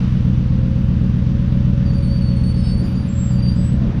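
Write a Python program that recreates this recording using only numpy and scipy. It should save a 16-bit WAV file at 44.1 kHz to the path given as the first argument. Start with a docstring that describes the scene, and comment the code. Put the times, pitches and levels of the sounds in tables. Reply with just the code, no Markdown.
"""A paved driveway, where a V8 pickup idles while its side window rises.
Light wind rumbles on the microphone, and the engine bay hisses and faintly whines.
Eight cylinders fire into two pipes, giving the exhaust its loping beat.
The glass sticks and slips on its rubber seal: it squeals thinly, then whistles twice near the top.
The paving and the garage front echo the window."""
import sys
import numpy as np
from scipy import signal
from scipy.io import wavfile

SR = 44100
rng = np.random.default_rng(int(sys.argv[2]) if len(sys.argv) > 2 else 0)


def put_to_file(sound):
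    """Save the sound as 16-bit audio at rate SR, in the file named by the first command-line argument."""
    columns = np.atleast_2d(sound).T  # one column per channel
    safe = np.clip(columns, -1, 1)
    whole_steps = np.round(safe * 32767)
    wavfile.write(sys.argv[1], SR, whole_steps.astype(np.int16))


N = 176400
TIME = np.arange(N) / SR
# How far the window's pitches waver (as a share of the pitch), and how fast.
SQUEAL_JITTER, WHISTLE_JITTER, JITTER_HZ = 0.0027, 0.00083, 70


def from_db(db):
    """Turn decibels (dB) into a number to multiply a sound by."""
    return 10 ** (np.asarray(db) / 20)


def unit_power(x):
    """Scale a signal so that its average power is 1."""
    return x / np.sqrt(np.mean(x ** 2) + 1e-20)


def curves(rows):
    """Join rows that start with a time by straight lines: one curve for each further column."""
    seconds, *columns = np.transpose(rows)
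    return [np.interp(TIME, seconds, column) for column in columns]


def drift(rate_hz):
    """A smooth random wobble of about size 1; a higher rate makes it quicker."""
    step, warm_up = 40, 2000
    pole = np.exp(-2 * np.pi * rate_hz * step / SR)
    noise = rng.standard_normal(N // step + warm_up + 2)
    slow = signal.lfilter([1], [1, -2 * pole, pole * pole], noise)[warm_up:]
    return np.interp(np.arange(N) / step, np.arange(len(slow)), unit_power(slow))


def running_angle(hz):
    """How far a vibration has turned, in radians, at each sample."""
    return 2 * np.pi * np.cumsum(hz) / SR


def tone(angle, db):
    """A pure tone whose average power is given in dB."""
    return np.sqrt(2) * from_db(db) * np.cos(angle)


def gate(start, end, fade_s=.006):
    """1 between two times and 0 outside them, with short fades."""
    return np.clip(np.minimum(TIME - start, end - TIME) / fade_s + .5, 0, 1)


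def banded_noise(colour, flicker_db):
    """Noise of power 1, built from bands a third of an octave wide that each flicker on their own."""
    hz, db = np.transpose(colour)
    edges = 15 * 2 ** (np.arange(31) / 3)
    out, white = 0, rng.standard_normal((2, N + SR))
    for k, (low, high) in enumerate(zip(edges, edges[1:])):
        if high > hz[0] and low < hz[-1]:
            band_filter = signal.butter(2, [low, high], "band", fs=SR, output="sos")
            band = signal.sosfilt(band_filter, white[k % 2])[SR:]
            band_db = np.interp(np.log(low * high) / 2, np.log(hz), db)
            out += band * from_db(band_db + flicker_db * drift(11))
    return unit_power(out)


def wind():
    """A breeze rumbles on the microphone; two gusts flutter higher in pitch."""
    # The breeze's strength. Each row: time in seconds, level in dB.
    breeze_level = [(0, -26.5), (.75, -31.5), (1.5, -31), (1.97, -24.5), (2.15, -31), (2.7, -23.5),
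                    (2.87, -21.5), (3.3, -26), (3.9, -19)]
    # The gusts. Each row: time of the peak in seconds, half width in seconds, peak level in dB.
    gusts = [(2.901, 0.16, -30), (3.919, 0.15, -29)]
    # How deep or bright each sounds. Each row: frequency in Hz, relative level in dB.
    breeze_colour = [(15, -1.5), (40, 2.5), (130, 3.5), (200, 0), (280, -14), (360, -28.5), (700, -42),
                     (3000, -46.5)]
    gust_colour = [(200, 3), (270, -3.5), (350, -6.5), (520, -12.5), (750, -20.5), (2500, -40.5)]
    breeze_db, = curves(breeze_level)
    breeze = from_db(breeze_db) * banded_noise(breeze_colour, flicker_db=4)
    swell = sum(from_db(db) * np.exp(-((TIME - peak) / width) ** 2) for peak, width, db in gusts)
    return breeze + swell * banded_noise(gust_colour, flicker_db=4)


def engine_bay(throb):
    """The belt and fan hiss, pulsing with the firings, and an engine accessory whines."""
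    # The hiss's strength. Each row: time in seconds, level in dB.
    hiss_level = [(0, -39.5), (.3, -43), (.65, -43.5), (4, -43)]
    # The hiss's colour. Each row: frequency in Hz, relative level in dB.
    hiss_colour = [(300, 2.5), (600, -4.5), (780, -5), (910, -1), (1100, -2), (1700, -4.5), (2150, -8.5),
                   (2850, -6.5), (4200, -13.5), (5600, -18), (6500, -40), (7600, -39), (9700, -23.5),
                   (11000, -50), (15000, -53.5)]
    # The whine. Each row: time in seconds, pitch in Hz, level in dB.
    whine_path = [(0, 510, -59.5), (.55, 524.5, -43), (1.1, 548, -48.5), (1.7, 558.7, -43.5),
                  (2.3, 548.7, -44), (4, 559, -45)]
    hiss_db, = curves(hiss_level)
    hiss = from_db(hiss_db) * banded_noise(hiss_colour, flicker_db=.8) * (1 + .12 * throb)
    whine_hz, whine_db = curves(whine_path)
    whine_angle = running_angle(whine_hz * (1 + .004 * drift(8.2)))
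    return hiss + tone(whine_angle, whine_db + 2.7 * drift(18))


def firing_angle(multiple, hz, pipe_sharpness=3.61):
    """The starting angle of one exhaust tone: each side of the engine fires into its own pipe."""
    # The cylinders in firing order: the side each is on (0 or 1), and its strength in dB.
    sides = [0, 1, 1, 0, 1, 0, 0, 1]
    strengths_db = [.6, .4, -1.9, .6, -1.9, .6, .6, .3]
    # The two pipes. Each row: delay in seconds, then two frequencies in Hz at which it rings.
    pipes = [(.07094, 210.6, 200.6), (.05357, 96, 48.8)]
    total = 0
    for turn, (side, db) in enumerate(zip(sides, strengths_db)):
        delay, *rings_hz = pipes[side]
        pipe = np.prod([1 / (1 + 1j * pipe_sharpness * (hz / ring - ring / hz)) for ring in rings_hz])
        waves_late = multiple * turn / len(sides) + hz * delay
        total += from_db(db) * pipe * np.exp(-2j * np.pi * waves_late)
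    return np.angle(total)


def exhaust():
    """The firings make a loping drone with puffs of gas. Returns the sound and its throb."""
    # Engine speed. Each row: time in seconds, cycles per second (all eight fire once a cycle).
    speed = [(0, 7.847), (1, 7.861), (2, 7.851), (2.5, 7.822), (3, 7.867), (3.5, 7.791), (4, 7.89)]
    # The drone's tones. Each row: multiple of the cycle rate, level in dB.
    tones = [(5, -25.5), (8, -25), (9, -42), (10, -26), (11, -28), (12, -39), (13, -30), (14, -34),
             (15, -30), (16, -19.5), (17, -36), (18, -33.5), (19, -27), (20, -31), (21, -37), (23, -28),
             (24, -23.5), (27, -33), (28, -31), (30, -40), (31, -37), (32, -39), (34, -41), (38, -43),
             (40, -45), (42, -50), (51, -53), (59, -51), (62, -54)]
    # The recorder turns the low drone down as the wind gusts hit the microphone.
    # Each row: time in seconds, change in dB.
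    wind_reduction = [(0, -3), (.2, 0), (2.75, -0.5), (3, -5.5), (3.15, -6), (3.35, -1), (3.7, 0), (4, -7)]
    # The colours of the rushing gas. Each row: frequency in Hz, relative level in dB.
    puff_colour = [(60, -2), (200, 4), (280, 0.5), (355, -15.5), (450, -11.5), (535, -12), (640, -17),
                   (1200, -36)]
    chuff_colour = [(350, -17.5), (470, 1.5), (620, -19.5)]
    rate, = curves(speed)
    recorder_db, = curves(wind_reduction)
    cycle_angle, drone = running_angle(rate), 0
    for multiple, db in tones:
        hz = multiple * rate.mean()
        share = 1 if hz < 175 else .43  # higher tones are turned down less
        angle = multiple * cycle_angle + firing_angle(multiple, hz)
        drone += tone(angle, db + share * recorder_db + .96 * drift(3.3))
    throb = unit_power(np.abs(signal.hilbert(drone))) - 1  # the rise and fall of the drone's strength
    puffs = from_db(-33 + recorder_db) * banded_noise(puff_colour, flicker_db=2) * (1 + .83 * throb)
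    # Once a cycle the hardest firings chuff.
    chuff_at, half_width = .18, .11  # in cycles
    from_chuff = (cycle_angle / (2 * np.pi) - chuff_at + .5) % 1 - .5
    swell = np.exp(-(from_chuff / half_width) ** 2)
    chuffs = from_db(-41.5 + recorder_db) * swell * banded_noise(chuff_colour, flicker_db=.8)
    return drone + puffs + chuffs, throb


def squeals():
    """Rubber sticks and slips on the rising glass, making a thin, wavering tone that sometimes rasps."""
    # One list per squeal. Each row: time in seconds, pitch in Hz, then the levels in dB
    # at one, two and three times that pitch.
    paths = [
        [(1.85, 4710, -57, -79, -92), (1.862, 4715, -46, -70, -72), (1.91, 4510, -51, -72, -77),
         (1.96, 4650, -45.5, -62, -75), (2.03, 4520, -50, -59, -76), (2.06, 4420, -50, -58, -100),
         (2.09, 4450, -52, -63, -95), (2.12, 4597, -39.5, -63, -67), (2.18, 4594, -46, -62, -76),
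         (2.21, 4475, -45.5, -61, -84), (2.31, 4466, -44, -64.5, -90.5), (2.38, 4390, -48, -58.5, -80),
         (2.51, 4500, -43, -55, -78), (2.61, 4485, -50.5, -60, -84.5), (2.69, 4505, -41.5, -56, -79),
         (2.8, 4500, -46.5, -57.5, -74), (2.84, 4700, -44, -58, -68), (2.91, 4615, -55, -64.5, -67),
         (3.0, 4683, -46, -64.5, -77), (3.09, 4710, -64, -61, -84)],
        [(3.27, 4780, -69, -85, -100), (3.32, 4750, -50.5, -61, -93), (3.37, 4655, -48, -65, -96),
         (3.43, 4700, -41.5, -60, -81), (3.48, 4660, -36, -58, -85), (3.525, 4710, -44, -61, -94),
         (3.555, 4900, -59, -68, -96), (3.59, 4890, -47, -73, -100), (3.65, 4830, -62.5, -80, -105)],
    ]
    # The rubber catches and rasps. Each row: start in seconds, length in seconds, level in dB.
    catches = [(1.925, 0.018, -61), (2.831, 0.039, -62.5), (2.948, 0.024, -62), (3.554, 0.025, -61)]
    # The times, in seconds, when the rubber lets go for an instant.
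    breaks = [1.93, 2.0, 2.017, 2.2, 2.354, 2.427, 2.534, 2.632, 2.833, 3.052, 3.414]
    # A second vibration of the glass joins in. Each row: time in seconds, level in dB.
    ring_level = [(2.555, -67), (2.582, -48), (2.612, -56), (2.645, -43), (2.695, -45), (2.76, -66),
                  (2.85, -56), (2.89, -60)]
    # The tones the two make together. Each row: multiple of the squeal's pitch,
    # multiple of the second vibration's pitch, dB added to the second vibration's level.
    mixed_tones = [(0, 1, -4), (2, -1, -11), (3, -1, -15.5), (1, 1, -23.5)]
    ring_hz, break_s, break_db = 5150, .014, -14
    ring_db, = curves(ring_level)
    ringing = gate(ring_level[0][0], ring_level[-1][0])
    caught = sum(gate(start, start + length) for start, length, _ in catches)
    released = sum(gate(at - break_s / 2, at + break_s / 2) for at in breaks)
    out = 0
    for path in paths:
        hz, *levels = curves(path)
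        waver = SQUEAL_JITTER * drift(JITTER_HZ) + .02 * caught * drift(140)
        angle = running_angle(hz * (1 + waver))
        flutter_db = 1.8 * drift(35) + break_db * released
        squeal = sum(tone(k * angle, db + flutter_db) for k, db in enumerate(levels, 1))
        ring_angle = running_angle(ring_hz * (1 + WHISTLE_JITTER * drift(JITTER_HZ)))
        for squeal_times, ring_times, db in mixed_tones:
            squeal += ringing * tone(squeal_times * angle + ring_times * ring_angle, ring_db + db)
        # In a catch, a tone at 1.5 times the pitch makes the wave repeat half as often.
        for start, length, db in catches:
            squeal += gate(start, start + length) * tone(1.5 * angle, db)
        out += squeal * gate(path[0][0], path[-1][0])
    return out


def whistles():
    """A higher, steadier vibration of the seal swells and dies away twice."""
    # One list per whistle. 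Each row: time in seconds, pitch in Hz, level in dB.
    paths = [
        [(3.078, 7300, -69), (3.09, 7460, -47.5), (3.14, 7600, -52.5), (3.21, 7585, -41.5), (3.3, 7580, -44.5),
         (3.39, 7570, -69)],
        [(3.555, 7860, -63), (3.58, 7920, -56), (3.67, 7915, -47), (3.71, 7920, -51), (3.8, 8020, -87)],
    ]
    out = 0
    for path in paths:
        hz, db = curves(path)
        angle = running_angle(hz * (1 + WHISTLE_JITTER * drift(JITTER_HZ)))
        out += gate(path[0][0], path[-1][0]) * tone(angle, db + .7 * drift(32))
    return out


def rising_window():
    """The squeals and whistles arrive directly, then bounce off the paving and the garage front."""
    # The echoes. Each row: delay in seconds, level in dB relative to the direct sound.
    echoes = [(0.032, -14.5), (0.045, -15.5)]
    direct = squeals() + whistles()
    return direct + sum(from_db(db) * np.interp(TIME - delay, TIME, direct) for delay, db in echoes)


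def scene():
    """Add the window, the engine and the wind into one channel."""
    window = rising_window()
    idle, throb = exhaust()
    return (window + idle + engine_bay(throb) + wind())[None]


def record(dry):
    """Fade both ends briefly and cut the very highest treble."""
    fade_s, cutoff_hz = .004, 16000
    fade = np.clip(np.minimum(TIME, TIME[-1] - TIME) / fade_s, 0, 1)
    treble_cut = signal.cheby2(12, 70, cutoff_hz, fs=SR, output="sos")
    return signal.sosfilt(treble_cut, dry * fade)


dry = scene()
out = record(dry)
put_to_file(out)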